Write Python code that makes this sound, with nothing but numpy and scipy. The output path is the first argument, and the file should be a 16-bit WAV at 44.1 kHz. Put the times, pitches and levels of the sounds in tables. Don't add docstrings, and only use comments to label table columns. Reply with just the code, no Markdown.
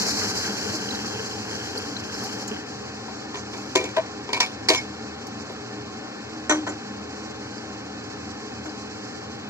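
import sys
import numpy as np
from scipy import signal
from scipy.fft import rfft, irfft, next_fast_len
from scipy.io import wavfile

SR = 44100
rng = np.random.default_rng(int(sys.argv[2]) if len(sys.argv) > 2 else 0)


def to_wav(s):
    ch = np.atleast_2d(s).T
    pcm = np.round(np.clip(ch, -1, 1) * 32767)
    wavfile.write(sys.argv[1], SR, pcm.astype(np.int16))


N = 418509
TIME = np.arange(N) / SR
CUTOFF_HZ = 15700
SHADOW_HZ = 3950


def from_db(db):
    return 10 ** (np.asarray(db) / 20)


def rms_one(x):
    return x / np.sqrt(np.mean(x ** 2) + 1e-20)


def in_time(rows):
    s, *columns = np.transpose(rows)
    return [np.interp(TIME, s, column) for column in columns]


def at_hz(points, hz):
    at, value = np.transpose(points)
    return np.interp(np.log(hz + 1e-3), np.log(at), value)


def filtered(x, gain):
    size = next_fast_len(x.shape[-1])
    spectrum = rfft(x, size) * gain(np.fft.rfftfreq(size, 1 / SR))
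    return irfft(spectrum, size)[..., :x.shape[-1]]


def coloured(x, spectrum):
    return filtered(x, lambda hz: from_db(at_hz(spectrum, hz)))


def white(size):
    return rng.standard_normal((2, size)) * np.sqrt(SR / 2)


def drift(rate, size=N):
    knots = rng.standard_normal(4000)
    return rms_one(np.interp(TIME[:size] * rate, np.arange(len(knots)), knots))


def grains(per_s, spread_db):
    born = rng.random(N) < per_s / SR
    sizes = from_db(spread_db * np.minimum(rng.exponential(1, N), 4))
    return rms_one(born * sizes * rng.standard_normal((2, N)))


def swell(middle_s, length_s):
    return np.exp(-2 * ((TIME - middle_s) / length_s) ** 2)


def add(out, s, sound):
    at = int(s * SR)
    out[:, at:at + sound.shape[1]] += sound[:, :N - at]


def two_places(hz):
    quarter_turn = np.array([[0], [np.pi / 2]])
    return quarter_turn + 2 * np.pi * rng.random((2, 1)) * (hz > SHADOW_HZ)


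def ringing(hz, t60, t):
    phase = np.float32(2 * np.pi * (hz * t + rng.random()) + two_places(hz))
    return np.exp(-np.log(1000) * t / t60) * np.sin(phase)


def puffs(events, width, rise_s, t60):
    out, t = np.zeros((2, N)), TIME[:SR // 4]
    for s, db, centre in events:
        puff = filtered(white(len(t)), lambda hz: 1 / (1 + ((hz / centre - centre / (hz + 1)) / width) ** 2))
        envelope = from_db(db - 60 * t / t60) * (1 - np.exp(-t / rise_s))
        add(out, s, envelope * rms_one(puff))
    return out


# pitch_hz, level_db (per Hz)
FAN_RUSH = [(20, -73), (55, -101), (85, -76.5), (130, -79), (165, -72), (250, -74.5), (370, -70),
            (480, -67), (680, -76.5), (1600, -73.5), (2100, -83), (3200, -80.5), (4500, -83), (9000, -118)]
# pitch_hz, width_hz, level_db
FAN_DRONE = [(84.1, 5, -53.5), (115.5, 18.4, -48), (144.5, 2.5, -57.5), (203.9, 11, -46.5),
             (227.6, 11.7, -48), (257.5, 25, -49), (288, 6.2, -47), (312.2, 13.7, -46.5),
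             (418.8, 31.5, -46.5), (778.5, 82, -47.5), (1072, 8.8, -55), (1780, 33, -53.5),
             (2227, 240, -55), (2543, 32, -57.5)]


def fan():
    def bands(hz):
        power = 0
        for centre, width, db in FAN_DRONE:
            power = power + from_db(db) ** 2 / width / (1 + (2 * (hz - centre) / width) ** 4)
        return np.sqrt(power)
    return coloured(white(N), FAN_RUSH) + filtered(white(N), bands)


# start_s, level_db (before rise and fading), pitch_hz
LENTIL_TICKS = [(1.779, -38, 9700), (2.238, -41, 11500), (2.477, -36, 7250), (2.478, -48, 12500),
                (5.268, -36, 5650), (5.27, -51, 12500), (5.52, -57, 12500), (8.65, -62, 12500)]


def skitters():
    return puffs(LENTIL_TICKS, width=0.3, rise_s=0.00046, t60=0.053)


# start_s, peak_db, pitch_hz
LOUD_SPITS = [(.906, -25, 3980), (.948, -29, 3950), (1.549, -32, 5640), (1.773, -24, 4600),
              (1.776, -27, 4850), (1.964, -25.5, 4160), (2.141, -30, 5300), (2.477, -30, 6740),
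              (7.578, -37, 4960), (8.691, -35, 4930)]
SPIT_WAVER, SPIT_WAVER_PER_S = .035, 1200


def spits(count=45, until_s=2.5, small_db=-35, fading_db_per_s=3, low_hz=3900, high_hz=7500,
          rise_s=.003, t60=0.027):
    out, t = np.zeros((2, N)), TIME[:SR // 20]
    small = []
    for when, size in rng.random((count, 2)):
        start_s = until_s * when
        small.append((start_s, small_db - fading_db_per_s * start_s, low_hz * (high_hz / low_hz) ** size))
    shape = (1 - np.exp(-t / rise_s)) ** 2 * from_db(-60 * t / t60)
    for s, db, hz in LOUD_SPITS + small:
        pitch = hz * (1 + SPIT_WAVER * drift(SPIT_WAVER_PER_S, size=len(t)))
        phase = 2 * np.pi * (np.cumsum(pitch) / SR + rng.random((2, 1)))
        add(out, s, from_db(db) * shape / shape.max() * np.sin(phase))
    return out


# start_s, level_db (before rise and fading), pitch_hz
GRAVY_SLAPS = [(.21, -30.5, 1410), (.435, -32, 1600), (.7, -37, 800), (.96, -48, 1400), (1.035, -37, 1190),
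               (1.59, -41, 910), (1.785, -47, 1100), (2.135, -40, 1200), (2.215, -33.5, 1000),
               (2.485, -40, 900)]


def slaps():
    return puffs(GRAVY_SLAPS, width=0.99, rise_s=.004, t60=0.24)


# start_s, level_db (relative, before rise and fading), pitch_hz (before glide and waver)
AIR_POCKETS = [(.04, -20, 197), (.118, -19, 285), (.24, -31, 920), (.358, -26, 270), (.444, -23, 1530),
               (.486, -17, 200), (.515, -42, 330), (.69, -33, 447), (.72, -30, 380), (.728, -27, 617),
               (.735, -17, 303), (.815, -45, 830), (.924, -23, 287), (.992, -31, 758), (1.06, -38, 447),
               (1.14, -33, 221), (1.207, -43, 424), (1.36, -28, 765), (1.42, -38, 742), (1.638, -40, 418),
               (1.742, -27, 234), (1.76, -23, 420), (1.885, -31, 455), (2.178, -24, 295), (2.212, -24, 223),
               (2.24, -25, 800), (2.51, -24, 424)]


def plops(rise_s=0.0065, t60=0.15, glide_per_s=1.47, waver=0.042, level_db=-3.5):
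    out, t = np.zeros((2, N)), TIME[:SR // 5]
    for s, db, hz in AIR_POCKETS:
        pitch = hz * (1 + glide_per_s * t + waver * drift(130, size=len(t)))
        tone = np.sin(2 * np.pi * np.cumsum(pitch) / SR + np.array([[0], [np.pi / 2]]))
        envelope = from_db(level_db + db - 60 * t / t60) * (1 - np.exp(-t / rise_s))
        add(out, s, tone * envelope)
    return out


# middle_s, length_s, splash_db (relative, as in flow), hiss_db
LENTIL_CLUMPS = [(1.56, 0.17, -38.5, -40), (1.75, 0.21, -40, -40.5), (1.993, 0.86, -41.5, -45.5),
                 (2.267, 0.28, -39.5, -37), (2.535, 0.068, -36.5, -46), (3.62, 0.19, -51, -46)]
STREAM_DB, STREAM_SAG_DB_PER_S, STREAM_END_S, STREAM_RELEASE_DB_PER_S = -34.5, 2, 1.24, 39
SURGE_PERIOD_S, SURGE_DB = 0.237, 1.5


def flow():
    surge_db = SURGE_DB * np.cos(2 * np.pi * TIME / SURGE_PERIOD_S)
    release_db = STREAM_RELEASE_DB_PER_S * np.maximum(TIME - STREAM_END_S, 0)
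    drying_db = STREAM_SAG_DB_PER_S * TIME + release_db
    water = from_db(STREAM_DB + surge_db - drying_db) ** 2
    clumps = sum((from_db(splash_db) * swell(s, length)) ** 2 for s, length, splash_db, _ in LENTIL_CLUMPS)
    return np.sqrt(water + clumps)


# pitch_hz, level_db (relative)
GRAVY_COLOUR = [(25, -71), (100, 12.5), (155, -8), (200, 16), (310, -7), (365, 3.5), (430, 11.5),
                (620, -6.5), (790, 4), (1250, -9.5), (1550, 4), (2100, -10.5), (3300, 2), (5000, -101)]


def pour(level_db=2.0, bubbles_per_s=45, cycles=22, splash_db=4.0, slosh_db=1.0):
    bubbles = np.zeros((2, N))
    for hz in np.geomspace(250, 3000, 14):
        radius = from_db(-60 * hz / (cycles * SR))
        angle = 2 * np.pi * hz / SR
        births = rng.random(1200) * 1200 / bubbles_per_s * SR
        strengths = rng.standard_normal((2, len(births)))
        clicks = np.zeros((2, N))
        clicks[:, births[births < N].astype(int)] = strengths[:, births < N]
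        resonance = [1, -2 * radius * np.cos(angle), radius * radius]
        rung = signal.lfilter([1, 0, -1], resonance, clicks + 1e-18)
        bubbles += np.sqrt(hz) * rms_one(rung)
    bubbles = rms_one(coloured(bubbles, GRAVY_COLOUR))
    splash = rms_one(coloured(grains(1500, spread_db=-0.5), GRAVY_COLOUR))
    mixed = rms_one(bubbles + from_db(splash_db) * splash)
    return flow() * from_db(level_db + slosh_db * drift(22.28)) * mixed


# pitch_hz, level_db (relative)
HISS_COLOUR = [(30, -21), (90, -4.5), (1800, -6), (2600, -8), (3100, -46), (3550, -10.5), (4300, 2.5),
               (5300, 3), (6500, -1), (7700, -5), (8300, -21.5), (10000, -88)]
SPRAY_COLOUR = [(7500, -64), (8800, 6.5), (11000, 5), (14000, 1), (16000, -18)]
# time_s, level_db, left_minus_right_db (treble of all the frying)
SIMMER_PATH = [(0, -35.5, 2), (2.6, -43, 1), (3.4, -44, -2), (5.0, -46, -3.5), (7.8, -46.5, -5.5),
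               (8.15, -46.5, -6), (9.1, -46, -7.5), (9.45, -49, -6)]
FLARE_DB, COOLING_DB_PER_S = -25, 12
FLARE_SPRAY_DB, CLUMP_SPRAY_DB, SIMMER_SPRAY_DB = -18.5, -19, -29


def frying(bursts_per_s=3500, spread_db=-1.0, steam_db=4.5, flutter_db=1.5):
    simmer_db, pan_db = in_time(SIMMER_PATH)
    simmer = from_db(simmer_db) ** 2
    flare = from_db(FLARE_DB - COOLING_DB_PER_S * TIME) ** 2
    clumps = sum((from_db(hiss_db) * swell(s, length)) ** 2 for s, length, _, hiss_db in LENTIL_CLUMPS)
    hiss = np.sqrt(flare + clumps + simmer)
    spray_power = flare * from_db(FLARE_SPRAY_DB) ** 2
    spray_power = spray_power + clumps * from_db(CLUMP_SPRAY_DB) ** 2
    spray_power = spray_power + simmer * from_db(SIMMER_SPRAY_DB) ** 2
    crackle = grains(bursts_per_s, spread_db) + from_db(steam_db) * rms_one(white(N))
    crackle = crackle * from_db(flutter_db * drift(45))
    sound = hiss * rms_one(coloured(crackle, HISS_COLOUR))
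    sound = sound + np.sqrt(spray_power) * rms_one(coloured(crackle, SPRAY_COLOUR))
    return shaded(microphones(sound), pan_db)


# start_s, level_db (before rise and fading), pitch_hz
RIM_SCRAPES = [(3.36, -34.5, 6300), (4.725, -32, 6050)]


def scrapes():
    return puffs(RIM_SCRAPES, width=0.13, rise_s=0.011, t60=0.19)


# start_s, length_s (until release), level_db, pitch_hz (before waver)
EDGE_SQUEAKS = [(3.772, .018, -28, 2340), (3.970, .026, -18.5, 645), (4.703, .025, -23, 650),
                (4.752, .012, -33, 5650), (4.754, .043, -30, 2187), (4.757, .028, -36, 6740),
                (4.771, .013, -30, 5350), (6.689, .010, -36, 7200)]


def squeaks(waver=0.013, attack_s=0.0013, release_db_per_s=1100):
    out, t = np.zeros((2, N)), TIME[:SR // 8]
    for s, length, db, hz in EDGE_SQUEAKS:
        release_db = release_db_per_s * np.maximum(t - length, 0)
        level = from_db(db - release_db) * (1 - np.exp(-t / attack_s))
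        pitch = hz * (1 + waver * drift(118, size=len(t)))
        phase = 2 * np.pi * np.cumsum(pitch) / SR + two_places(hz)
        add(out, s, level * np.sqrt(2) * np.sin(phase))
    return out


# pitch_hz, base_db, thud_share (0 to 1), hardness_share (0 to 1)
BLOW_TONE = [(396, 0.5, 0.85, 0.15), (920, -1.5, 0.065, 0.033), (2420, -5, 0.025, 0.16),
             (5700, -2.5, 0.027, 0.8)]
# pitch_hz, level_db (added)
FLANK_TONE = [(420, 5), (950, 3), (2300, 7), (5200, 2.5)]
CONTACT_DB, CONTACT_WIDTH = 6.5, 0.095


def bouncing(strikes, gap_s, count, uneven=0.16):
    hz = np.geomspace(60, 16000, 100)
    at, *columns = np.transpose(BLOW_TONE)
    base_db, thud_share, hard_share = [np.interp(np.log(hz), np.log(at), column) for column in columns]
    contacts = []
    for s, db, thud_db, hardness_db, loss_db, contact_hz, *_ in strikes:
        body = db + base_db + thud_share * thud_db + hard_share * hardness_db
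        edge = CONTACT_DB * np.exp(-.5 * (np.log(hz / contact_hz) / CONTACT_WIDTH) ** 2)
        contacts.append((s, np.column_stack([hz, body + edge])))
        for k in range(1, count + 1):
            late_s = gap_s * (k + uneven * rng.uniform(-0.994, 1))
            bounce = body + at_hz(FLANK_TONE, hz) - k * loss_db
            contacts.append((s + late_s, np.column_stack([hz, bounce])))
    return contacts


CRASH_T60_S, CRASH_T60_SPREAD = 0.05, 0.36


def crowd(t, count):
    spacing = CUTOFF_HZ / count
    hz = spacing * (np.arange(count) + rng.random(count))
    t60 = CRASH_T60_S * np.exp(CRASH_T60_SPREAD * rng.standard_normal(count))
    phase = np.float32(2 * np.pi * np.outer(hz, t))
    dying = np.exp(np.float32(-np.log(1000) * np.outer(1 / t60, t)))
    return float(np.sqrt(2 * spacing)) * dying * (np.cos(phase) + 1j * np.sin(phase))


CRACK_DB, CRACK_T60_S = -9.5, 0.018
KITCHEN_DB, KITCHEN_T60_S = -14, 0.29
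BLOW_RISE_S = .0009
SWELL_CYCLES = 0.9


def blows(contacts, modes, crash, level_db, vary_db, buzz_db, detune, count):
    out, t = np.zeros((2, N)), TIME[:SR // 4]
    crack = from_db(CRACK_DB - 60 * t / CRACK_T60_S)
    kitchen = from_db(KITCHEN_DB - 60 * t / KITCHEN_T60_S)
    dying = np.hypot(crack, kitchen)
    lesser = crowd(t, count)
    for s, tone in contacts:
        buzz = rms_one(from_db(buzz_db * drift(295, size=len(t))))
        turns = np.complex64(np.exp(2j * np.pi * rng.random((2, count))))
        clang = (turns @ lesser).real
        raw = white(len(t)) * dying + clang
        sound = filtered(raw, lambda hz: from_db(at_hz(crash, hz) + at_hz(tone, hz))) * buzz
        for hz, db, t60 in modes:
            strength = from_db(db + at_hz(tone, hz) + vary_db * rng.standard_normal())
            pitch = hz * (1 + detune * rng.standard_normal())
            sound += strength * ringing(pitch, t60, t) * (1 - np.exp(-t * hz / SWELL_CYCLES))
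        swelling = 1 - np.exp(-t / BLOW_RISE_S)
        fade_out = np.minimum(1, 2 * (1 - t / t[-1])) ** 2
        add(out, s, sound * swelling * fade_out)
    return from_db(level_db) * out


# start_s, strength_db, thud_db, hardness_db, loss_per_bounce_db, contact_pitch_hz
COUNTER_HITS = [(6.495, -20, -3, 3, 3.7, 7440), (6.666, -32, -4, -4, 18, 1500),
                (6.673, -27.5, -11, -6, 20, 2130), (6.692, -41, 15, 1, 14, 1200),
                (8.655, -44.5, 7, 1, 6, 5000)]
# pitch_hz (before detune), level_db (relative), t60_s
COUNTER_RING = [(307.4, -2.5, 0.41), (381, -13, .25), (536, -8, 0.19), (600, -6, 0.14), (715, -15, 0.22),
                (734, -16, 0.26), (814, -15, 0.16), (920, -7, 0.17), (1170, -12, 0.17), (1217, -16, 0.21),
                (1540, -8, 0.12), (1500, -1, 0.13), (1830, -3.5, .1), (2150, -19, .2), (2370, -14, 0.17),
                (6000, -9, .16), (6060, -13, 0.19), (7200, -10.5, 0.13), (7470, -19, 0.13)]
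# (per Hz, relative)
COUNTER_CLATTER = [(60, -65), (200, -66), (350, -26.5), (900, -22.5), (1500, -26.5), (2100, -30),
                   (2800, -39), (3300, -29), (4900, -45), (6000, -33), (6400, -41), (7500, -38),
                   (8600, -55), (16000, -78)]


def counter_knocks():
    contacts = bouncing(COUNTER_HITS, gap_s=.0085, count=3)
    return blows(contacts, COUNTER_RING, COUNTER_CLATTER, level_db=1.5, vary_db=-4.0, buzz_db=1.5,
                 detune=0.0049, count=260)


# start_s, strength_db, thud_db, hardness_db, loss_per_bounce_db, contact_pitch_hz,
# bowl_ring_db, choked_after_s
RIM_HITS = [(3.081, -32, -1, -19, 24, 780, -54, .04), (3.343, -31.5, -5, -13, 5, 1090, -40, .04),
            (3.533, -37, 7, -8, 10, 790, -39, .04), (3.753, -18, 9.5, 0, 13, 6700, -21, .11),
            (3.798, -33, 11.5, -10, 5, 650, -32, .05), (3.839, -37.5, 16.5, 5, 7, 6800, -28, 0.038),
            (3.889, -38.5, 6, -5, 15, 6500, -41, .02), (3.964, -27, -11, -11, 13, 1520, -37, .04),
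            (3.969, -21, -1, -23, 10, 1080, -35, .04), (4.290, -30.5, 0, -17, 11, 830, -36, .021),
            (4.33, -23, -5.5, -0.5, 11, 4600, -19.5, 0.047), (4.368, -31.5, -2, -5, 18, 1000, -33, 0.025),
            (4.402, -15, -21, 0.5, 16, 5340, -17.5, 0.032), (4.422, -28, -13, -3, 22, 5600, -20, 0.03),
            (4.686, -18.5, -6.5, 7, 16, 4640, -16, 0.14), (4.693, -27.5, -9, 4, 4, 5500, -30, 0.045),
            (4.701, -24, 13.5, 0, 25, 1020, -27, .05), (4.733, -25, -9, 4, 7, 3200, -24, 0.062),
            (5.495, -38, 10, -9, 26, 606, -55, .05)]
# pitch_hz (before detune), level_db (relative), t60_s
RIM_RING = [(305, -9, .15), (372, 0, .07), (402, 1, .09), (506, -7, .2), (645, -10, .22), (750, -12, .22),
            (935, -4, .08), (1005, -2, .11), (3555, -12, .11), (3630, -9, .11), (4175, -12, .1),
            (4415, -16, .12), (4650, -8, .08), (4712, -13, .12), (5085, -8, .1), (5335, -7, .11),
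            (5400, -12, .09), (5645, -10, .11), (5908, -14, .14), (6105, -14, .11), (6520, -14, .11),
            (6740, -13, .12), (7095, -14, .12), (7650, -17, .08)]
# (per Hz, relative)
RIM_CLATTER = [(60, -57), (200, -50), (400, -42), (650, -36.5), (950, -23.5), (1350, -37), (1900, -27.5),
               (2400, -32), (2800, -29), (3400, -23.5), (5000, -33.5), (7500, -38.5), (8500, -49),
               (10000, -47), (16000, -67)]


def rim_knocks():
    contacts = bouncing(RIM_HITS, gap_s=0.013, count=2)
    return blows(contacts, RIM_RING, RIM_CLATTER, level_db=0.0, vary_db=0.0, buzz_db=3.5,
                 detune=0.0004, count=150)


# pitch_hz, level_db (relative), t60_s (until choked)
FREE_BOWL_MODES = [(2186, -6, .27), (2269, -6, .27), (2346, -2.5, .25), (2410, -14, .14), (2508, -9, .26),
                   (2620, -14, .13), (2815, -16, .12), (3150, -16, .1)]
BLOOM_S, CHOKE_DB_PER_S = 0.0055, 902


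def bell(vary_db=-0.5, chatter_db=0.0):
    out, t = np.zeros((2, N)), TIME[:SR // 3]
    for s, *_, ring_db, free_s in RIM_HITS:
        ring = np.zeros((2, len(t)))
        for hz, db, t60 in FREE_BOWL_MODES:
            ring += from_db(db + vary_db * rng.standard_normal()) * ringing(hz, t60, t)
        ring = ring * from_db(chatter_db * drift(253, size=len(t)))
        choke_db = CHOKE_DB_PER_S * np.maximum(t - free_s, 0)
        add(out, s, ring * (1 - np.exp(-t / BLOOM_S)) * from_db(ring_db - choke_db))
    return out


def shaded(x, pan_db):
    treble = filtered(x, lambda hz: np.clip((hz - SHADOW_HZ) / 200 + .5, 0, 1))
    return x + treble * (from_db(np.outer([.5, -.5], pan_db)) - 1)


# pitch_hz, level_db (held to -3 at most)
HEARD_APART = [(60, -16), (250, -18), (450, -4.5), (950, -7), (1500, -18.5), (2300, -14.5), (2800, -28),
               (3400, -109), (3750, -28.5), (4100, 15.5), (16000, -7)]
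# pitch_hz, left_minus_right_db
LEFT_RIGHT = [(100, -0.4), (400, 1.5), (900, 4), (1600, 1.5), (2800, 0), (3800, 0), (5000, 0), (7500, -4),
              (12000, 2.5)]
PORT_LAG = 3


def microphones(field):
    def unshared(hz):
        return np.clip(from_db(at_hz(HEARD_APART, hz)), 0, np.sqrt(.5))
    shared = filtered(field[0], lambda hz: np.sqrt(1 - unshared(hz) ** 2))
    apart = filtered(field[1], unshared)
    left = filtered(shared + apart, lambda hz: from_db(at_hz(LEFT_RIGHT, hz) / 2))
    right = filtered(shared - apart, lambda hz: from_db(-at_hz(LEFT_RIGHT, hz) / 2))
    return np.array([np.roll(left, PORT_LAG), np.roll(right, -PORT_LAG)])


def scene():
    gravy = pour() + plops() + slaps()
    bowl = scrapes() + squeaks() + counter_knocks() + rim_knocks() + bell()
    return microphones(fan() + skitters() + spits() + gravy + bowl) + frying()


CEILING = .75


def record(dry, low_cut_hz=45):
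    low_cut = signal.butter(2, low_cut_hz, "high", fs=SR, output="sos")
    lean = signal.sosfilt(low_cut, dry)
    rounded = lean / (1 + (lean / CEILING) ** 4) ** (1 / 4)
    top_cut = signal.ellip(10, .2, 90, CUTOFF_HZ, fs=SR, output="sos")
    return signal.sosfilt(top_cut, rounded)


dry = scene()
out = record(dry)
to_wav(out)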